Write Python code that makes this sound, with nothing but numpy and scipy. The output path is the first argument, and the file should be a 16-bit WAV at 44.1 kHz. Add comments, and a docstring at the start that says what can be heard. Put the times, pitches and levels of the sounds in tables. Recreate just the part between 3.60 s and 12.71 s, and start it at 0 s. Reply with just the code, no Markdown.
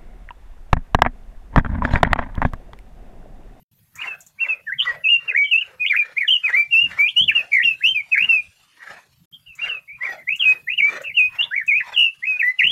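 """Under a low roof by a yard, a songbird in a bamboo cage whistles gliding notes close to the microphone:
sines bent along pitch tables, with weak overtones; near echoes make every glide beat.
Further off, feet or a broom scuff the yard about twice a second, as strokes of lumpy noise.
The perch ticks and gusts thump the microphone, each a dying noise puff through a resonance.
Patchy coloured noise makes the flickering hiss and rumble beneath; the sound nearly falls silent twice."""
import sys
import numpy as np
from scipy import signal
from scipy.fft import rfft, irfft, next_fast_len
from scipy.io import wavfile
from scipy.ndimage import uniform_filter1d, map_coordinates

SR = 44100
rng = np.random.default_rng(int(sys.argv[2]) if len(sys.argv) > 2 else 0)


def put_to_file(sound):
    """Save the sound as 16-bit audio at rate SR, in the file named by the first command-line argument."""
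    columns = np.atleast_2d(sound).T  # one column per channel
    safe = np.clip(columns, -1, 1)
    whole_steps = np.round(safe * 32767)
    wavfile.write(sys.argv[1], SR, whole_steps.astype(np.int16))


N = 401751


def amp(db):
    """Decibels to an amplitude factor."""
    return 10 ** (np.asarray(db) / 20)


def unit(x):
    """x scaled to an rms of 1."""
    return x / np.sqrt(np.mean(x ** 2) + 1e-20)


def filtered(x, response):
    """x shaped by a response, a function of frequency in Hz."""
    m = next_fast_len(len(x) + 8192)
    return irfft(rfft(x, m) * response(np.fft.rfftfreq(m, 1 / SR)), m)[:len(x)]


def wobble(rate):
    """A smooth random curve through `rate` random knots a second."""
    knots = rng.standard_normal(int(N * rate / SR) + 4)
    return map_coordinates(knots, [np.arange(N) * rate / SR])


def band(centre_hz, width_hz):
    """The response of a causal resonance."""
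    return lambda f: 1j * f * width_hz / (centre_hz ** 2 - f * f + 1j * f * width_hz)


def rush(spectrum, patchy_db, size):
    """Coloured noise of rms 1 with patches of random gain, each about size (bins, frames) across."""
    z = signal.stft(rng.standard_normal(N + 512), nperseg=512)[2]
    across_pitch = uniform_filter1d(rng.standard_normal(z.shape), size[0], axis=0)
    patches = unit(uniform_filter1d(across_pitch, size[1], axis=1))
    noise = signal.istft(z * amp(patchy_db * patches), nperseg=512)[1][:N]
    f, db = np.transpose(spectrum)
    return unit(filtered(noise, lambda hz: amp(np.interp(np.log(hz + 1), np.log(f + 1), db))))


def bursts(events, t60, colour):
    """For each (s, peak dB) contact, a noise puff dying 60 dB in t60 seconds, rung through a resonance."""
    out, t = np.zeros(N + SR), np.arange(SR // 4) / SR
    for s, db in events:
        puff = filtered(rng.standard_normal(len(t)) * amp(-60 * t / t60), colour)
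        out[round(s * SR):][:len(t)] += amp(db) * puff / np.abs(puff).max()
    return out[:N]


def air(axis):
    """Gain per sample from one column: treble (1) swells and sinks, rumble (2) comes and goes."""
    # slow level changes of the background and all treble: time_s, treble_db, rumble_db
    air_levels = [(.12, -11, 7), (.45, -3, 2), (1.3, -7.5, 0.5), (2.6, 2, 0), (5.4, 4, -7.5), (5.6, -6, 4),
                  (6.399, -9, -0.5), (6.9, -6, 9), (8.101, -6, 0), (8.801, 3, -14.5)]
    columns = np.transpose(air_levels)
    return amp(np.interp(np.arange(N) / SR, columns[0], columns[axis]))


def low_rumble():
    """Patchy low noise whose level heaves with slow gusts."""
    # colour of the rumble: frequency_hz, relative_db_per_hz
    rumble_spectrum = [(25, -22), (150, -2), (500, -40)]
    gusts_db = 3.5 * wobble(5)
    return amp(-67.0 + gusts_db) * air(axis=2) * rush(rumble_spectrum, patchy_db=6, size=(3, 9))


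def flickering_hiss():
    """Patchy noise with a quick flicker, swelling and sinking along with the bird's overtones."""
    # colour of the hiss: frequency_hz, relative_db_per_hz
    hiss_spectrum = [(300, -3), (3000, 4.5), (6500, -2.5), (10000, -11), (15500, -41)]
    flicker_db = 2.5 * wobble(60)
    return amp(-66 + flicker_db) * air(axis=1) * rush(hiss_spectrum, patchy_db=5, size=(3, 20))


def gust_thumps():
    """Gusts push the microphone: noise puffs through a double resonance at 110 Hz."""
    # gusts striking the microphone: start_s, peak_db (before the recorder)
    thump_events = [(3.226, -38.5), (3.607, -33), (4.037, -43.5), (4.248, -43.5), (4.614, -40.5),
                    (9.04, -38)]
    return bursts(thump_events, 0.53, lambda f: band(110, 150)(f) ** 2)


def perch_ticks():
    """Ticks of the perch: short puffs, brightest around 6.8 kHz."""
    # ticks of the perch: start_s, peak_db (before the recorder)
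    tick_events = [(0.355, -38), (0.6058, -39.5), (0.6643, -42), (5.952, -46), (6.76, -40.5),
                   (7.4177, -41.5),  (8.0646, -43.5)]
    return bursts(tick_events, 0.12, lambda f: band(6800, 2000)(f) ** 2 + 0.12)


def yard_scuffs():
    """Grit dragged over the ground: each stroke swells fast and lingers, scratch first, low body after."""
    # strokes of the feet or broom: middle_s, level_db (before the recorder)
    strokes = [(0.466, -37), (0.889, -44.5), (1.296, -38), (1.684, -46.5), (2.098, -46.5), (2.499, -44.5),
               (2.928, -38.5), (3.37, -40.5), (3.801, -41.5), (4.679, -46), (5.26, -47), (5.35, -45),
               (6.078, -38.5), (6.497, -37), (6.896, -40), (7.349, -34.5), (7.796, -43), (8.312, -40.5),
               (8.759, -49)]
    # colour of the dragged grit: frequency_hz, relative_db_per_hz
    grit_spectrum = [(300, -20), (580, -3), (860, -6), (1250, -1), (1900, 4), (3000, -13.5), (7000, -27),
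                     (15000, -62)]
    scratch_lead_s, rise_s, linger_s = .03, .05, .09
    t = np.arange(N) / SR

    def envelope(lead_s):
        """All strokes as lopsided bell curves, moved earlier by lead_s."""
        total = np.zeros(N)
        for middle_s, db in strokes:
            since = t - middle_s + lead_s
            total += amp(db) * np.exp(-(since / np.where(since < 0, rise_s, linger_s)) ** 2)
        return total

    grit = amp(3 * wobble(70)) * rush(grit_spectrum, patchy_db=6, size=(2, 22))
    low_body = filtered(grit, lambda hz: hz < 900)
    return envelope(scratch_lead_s) * (grit - low_body) + envelope(0) * low_body


def evenly_throbbing(t):
    """Sines that throb inside given stretches, and the gates that fade each stretch in and out."""
    # throbbing stretches of song: start_s, end_s, throbs_per_s
    trills = [(1.735, 1.79, 75), (1.185, 1.243, 125), (3.914, 4.016, 56.7), (8.36, 8.46, 62)]
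    gate_sum, throb = np.zeros(N), np.zeros(N)
    for start, end, rate in trills:
        gate = np.clip(np.minimum(t - start, end - t) / .012, 0, 1)  # 12 ms fades
        gate_sum += gate
        throb += gate * np.sin(2 * np.pi * rate * (t - start))
    return gate_sum, throb


def bird():
    """A near-pure syrinx whistle; its two sides drift apart on fast glides and beat, and leaps crack."""
    # notes of straight glides: time_s at each corner, then as many pitch_hz, then level_db (before the
    # gains below), and on notes that clearly swell or die away, change_db from start to end
    song = [(0.385, 0.425, 0.448, 2310, 2780, 2000, -34, 12), (0.47, 0.541, 2750, 2540, -28),
            (0.79, 0.803, 2250, 2600, -28), (0.805, 0.837, 0.865, 2680, 2720, 1950, -19),
            (0.888, 0.938, 2700, 2500, -18), (1.071, 1.105, 1.14, 1850, 1550, 2250, -20),
            (1.189, 1.21, 1.235, 3218, 2752, 3550, -18), (1.268, 1.315, 1990, 1870, -16),
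            (1.443, 1.467, 1.508, 1.565, 2700, 2500, 2870, 2724, -17, 7),
            (1.682, 1.707, 1.725, 2784, 2450, 1550, -17), (1.742, 1.775, 1.86, 1600, 2267, 2272, -14, -6),
            (1.84, 1.905, 3100, 3100, -32), (1.915, 1.94, 1.99, 2900, 2550, 2820, -12),
            (2.012, 2.027, 3050, 2620, -14), (2.2, 2.243, 2.257, 2.285, 2450, 2500, 2200, 3500, -25, 12),
            (2.3, 2.322, 2.338, 2.372, 2.428, 2450, 2150, 1600, 2477, 2350, -12),
            (2.57, 2.597, 2.612, 2.654, 2050, 2600, 2250, 1710, -15),
            (2.681, 2.686, 2.72, 2.77, 3450, 2805, 3170, 2838, -9, -6),
            (2.839, 2.865, 2.915, 2550, 2480, 1600, -16), (2.93, 2.966, 3.03, 1858, 2304, 2354, -12),
            (3.112, 3.128, 2750, 2800, -20), (3.128, 3.15, 3.231, 3.265, 2800, 2620, 2880, 2700, -9, -9),
            (3.39, 3.463, 3.503, 2237, 2430, 3340, -12, -6), (3.567, 3.655, 2820, 3500, -8, -9),
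            (3.683, 3.72, 3050, 1700, -7), (3.753, 3.819, 2850, 2480, -12, -12),
            (3.922, 4.005, 4.022, 4.043, 2312, 1806, 2093, 3034, -12), (4.046, 4.14, 2800, 2560, -11, -12),
            (4.21, 4.238, 1600, 2450, -23), (4.24, 4.287, 4.325, 2550, 3100, 3120, -8, -13),
            (4.349, 4.41, 2612, 2232, -18),
            (4.521, 4.543, 4.563, 4.582, 4.65, 2606, 2462, 1600, 2288, 2940, -11),
            (4.692, 4.809, 2760, 2400, -8, -15), (5.729, 5.77, 3230, 3100, -41),
            (5.864, 5.95, 2920, 2500, -44), (5.99, 6.015, 6.055, 6.075, 2200, 2750, 2800, 2010, -30, 12),
            (6.09, 6.103, 6.19, 3115, 2773, 2500, -23, -10), (6.28, 6.37, 2200, 2450, -38),
            (6.41, 6.455, 6.475, 6.529, 1900, 2380, 2000, 1850, -22), (6.575, 6.64, 2100, 2000, -43),
            (6.676, 6.705, 6.755, 1950, 2500, 2910, -18.5),
            (6.798, 6.846, 6.925, 3344, 2543, 2516, -19, 10), (7.075, 7.105, 7.145, 1790, 2608, 2900, -18),
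            (7.18, 7.21, 7.295, 3000, 2220, 2360, -13), (7.44, 7.487, 7.52, 2700, 2550, 2150, -32, 6),
            (7.545, 7.568, 2850, 3100, -27), (7.571, 7.607, 7.685, 2848, 2500, 2498, -8, -13),
            (7.79, 7.812, 7.848, 2740, 2850, 3750, -16), (7.913, 7.972, 8.03, 1463, 2372, 1667, -16.5),
            (8.082, 8.125, 8.192, 8.22, 2600, 2170, 2650, 1850, -13, -6), (8.34, 8.364, 3500, 3000, -25),
            (8.366, 8.49, 2830, 2660, -11, -8), (8.628, 8.662, 8.77, 1861, 2597, 2460, -19.5),
            (8.796, 8.827, 8.92, 2715, 1920, 2046, -14),
            (8.993, 9.003, 9.024, 9.042, 9.109, 2900, 2300, 1880, 2708, 3330, -8, -8)]
    # weak overtones: multiple_of_pitch, level_db below the whistle before flicker and air
    overtones = [(2, -45), (3, -59), (4, -65), (5, -59), (6, -66)]
    # how well the throat lets each pitch out: pitch_hz, gain_db
    throat = [(1500, -8.5), (2200, -1), (3200, 0), (3800, -9)]
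    attack_s, attack_db = .012, -8  # a note swells from this far down
    release_s, release_db = .03, -5.5  # and sinks this far before it stops
    fade_db_per_s, edge_db_per_s = 27.5, 3502.5  # slow loss of breath; fall outside the note
    crack_hz_per_s, crack_spread, crack_db = 28000, .065, -5  # glide speed, pitch scatter share, loss
    rasp_hz_per_s = 19000  # glide speed that beats fully
    faint_db = -31  # softer notes never steady: they waver like a crack
    trill_depth, trill_bend = .85, .05  # a throb's shares of size and of pitch
    clean_s = .05  # a note starts pure; beats and cracks take this long to set in
    flicker_db = 5  # the overtones come and go

    t, out = np.arange(N) / SR, np.zeros(N)
    quaver, flutter, scatter = wobble(150), wobble(120), wobble(500)
    bright = air(axis=1)
    flicker = [amp(flicker_db * wobble(30)) for _ in overtones]
    trill, throb = evenly_throbbing(t)
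    beat_hz = 55 * amp(3 * wobble(25))
    beat = np.cos(2 * np.pi * np.cumsum(beat_hz) / SR)
    for note in song:
        count = (len(note) - 1) // 2
        times, hz, (db, *swell_db) = note[:count], note[count:2 * count], note[2 * count:]
        start, end = times[0], times[-1]
        span = slice(int((start - .01) * SR), int((end + 0.043) * SR))
        since, left = t[span] - start, end - t[span]
        pitch = uniform_filter1d(np.interp(t[span], times, hz), size=400)
        settled = np.clip(since / clean_s, 0, 1)

        glide = np.abs(np.gradient(pitch)) * SR  # Hz a second
        crack = settled * np.clip(uniform_filter1d(glide, size=600) / crack_hz_per_s, 0, 1) ** 2
        unsteady = np.maximum(crack, .5 * (db < faint_db))
        # this average looks back, so the beats outlast the glide a little
        recent_glide = uniform_filter1d(glide, size=1000, origin=300, mode="constant")
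        rasp = np.clip(recent_glide / rasp_hz_per_s, 0, 1) ** 1.5
        rasp = rasp * (1 - trill[span]) * settled  # even throbs replace the beats

        # pitch deviations as shares of the pitch
        tremble = (0.005 + .025 * rasp) * quaver[span]
        sag = 2 * rasp * (1 - np.abs(beat[span])) ** 2  # between the beats
        bend = trill_bend * (throb[span] - sag)
        smear = crack_spread * np.maximum(unsteady, .5 * rasp) * scatter[span]
        phase = 2 * np.pi * np.cumsum(pitch * (1 + tremble + bend + smear)) / SR

        trend_db = swell_db[0] * since / (end - start) if swell_db else -fade_db_per_s * since
        onset_db = attack_db * np.clip(1 - since / attack_s, 0, 1)
        ending_db = release_db * np.clip(1 - left / release_s, 0, 1)
        outside_db = edge_db_per_s * np.minimum(np.minimum(since, left), 0)
        shape_db = onset_db + ending_db + trend_db + outside_db
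        throat_db = np.interp(pitch, *np.transpose(throat))
        flutter_db = (0.8 + 2 * rasp) * flutter[span]
        size = np.sqrt(2) * amp(db + shape_db + crack_db * crack + throat_db + flutter_db)
        size *= 1 + rasp * (np.sqrt(2) * beat[span] - 1)
        size *= 1 + trill_depth * throb[span]

        upper = np.zeros(len(phase))
        for (multiple, level), gain in zip(overtones, flicker):
            upper += amp(level) * gain[span] * np.sin(multiple * phase)
        out[span] += size * (np.sin(phase) + bright[span] * upper)
    return out


def shelter(x):
    """Close copies from roof and wall, then a short diffuse tail."""
    # echoes off roof and wall: delay_s, level_db
    echoes = [(.011, -11), (.035, -23)]
    out = x.copy()
    for s, db in echoes:
        out += amp(db) * np.pad(x, (int(s * SR), 0))[:N]
    t = np.arange(SR // 2) / SR
    tail = rng.standard_normal(len(t)) * amp(-60 * t / 0.26)  # dies 60 dB in 0.26 s
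    return out + amp(-17.0) * signal.fftconvolve(x, tail / np.linalg.norm(tail))[:N]


def scene():
    """Background, contacts and yard around the sheltered bird, as one channel."""
    background = low_rumble() + flickering_hiss()
    contacts = gust_thumps() + perch_ticks()
    return (background + contacts + yard_scuffs() + shelter(bird()))[None]


def record(dry):
    """A gain ripple mirrors each note, the capsule peaks near 12 kHz and a fast limiter rounds peaks."""
    # stretches where the sound nearly falls silent: start_s, end_s
    dropouts = [(.03, .115), (5.655, 5.715)]
    ripple_hz, top_hz = 3915, 15800
    t = np.arange(N) / SR
    ripple = np.zeros(N)
    for multiple, db in [(1, -41.0), (2, -55.5)]:
        ripple += amp(db) * np.cos(2 * np.pi * multiple * ripple_hz * t)
    x = filtered(dry[0] * (1 + ripple), lambda f: 1 + 5 * band(12100, 1500)(f))
    level = uniform_filter1d(np.abs(x), size=64) * np.pi / 2  # the peak of a steady sine
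    x = x / (0.5 + (level / .5) ** 4) ** 0.43  # lifts quiet sound slightly, holds loud sound down
    for start, end in dropouts:
        x = x * amp(-45 * np.clip(np.minimum(t - start, end - t) / 0.0045, 0, 1))
    return filtered(x, lambda hz: hz < top_hz)[None]


dry = scene()
out = record(dry)
put_to_file(out)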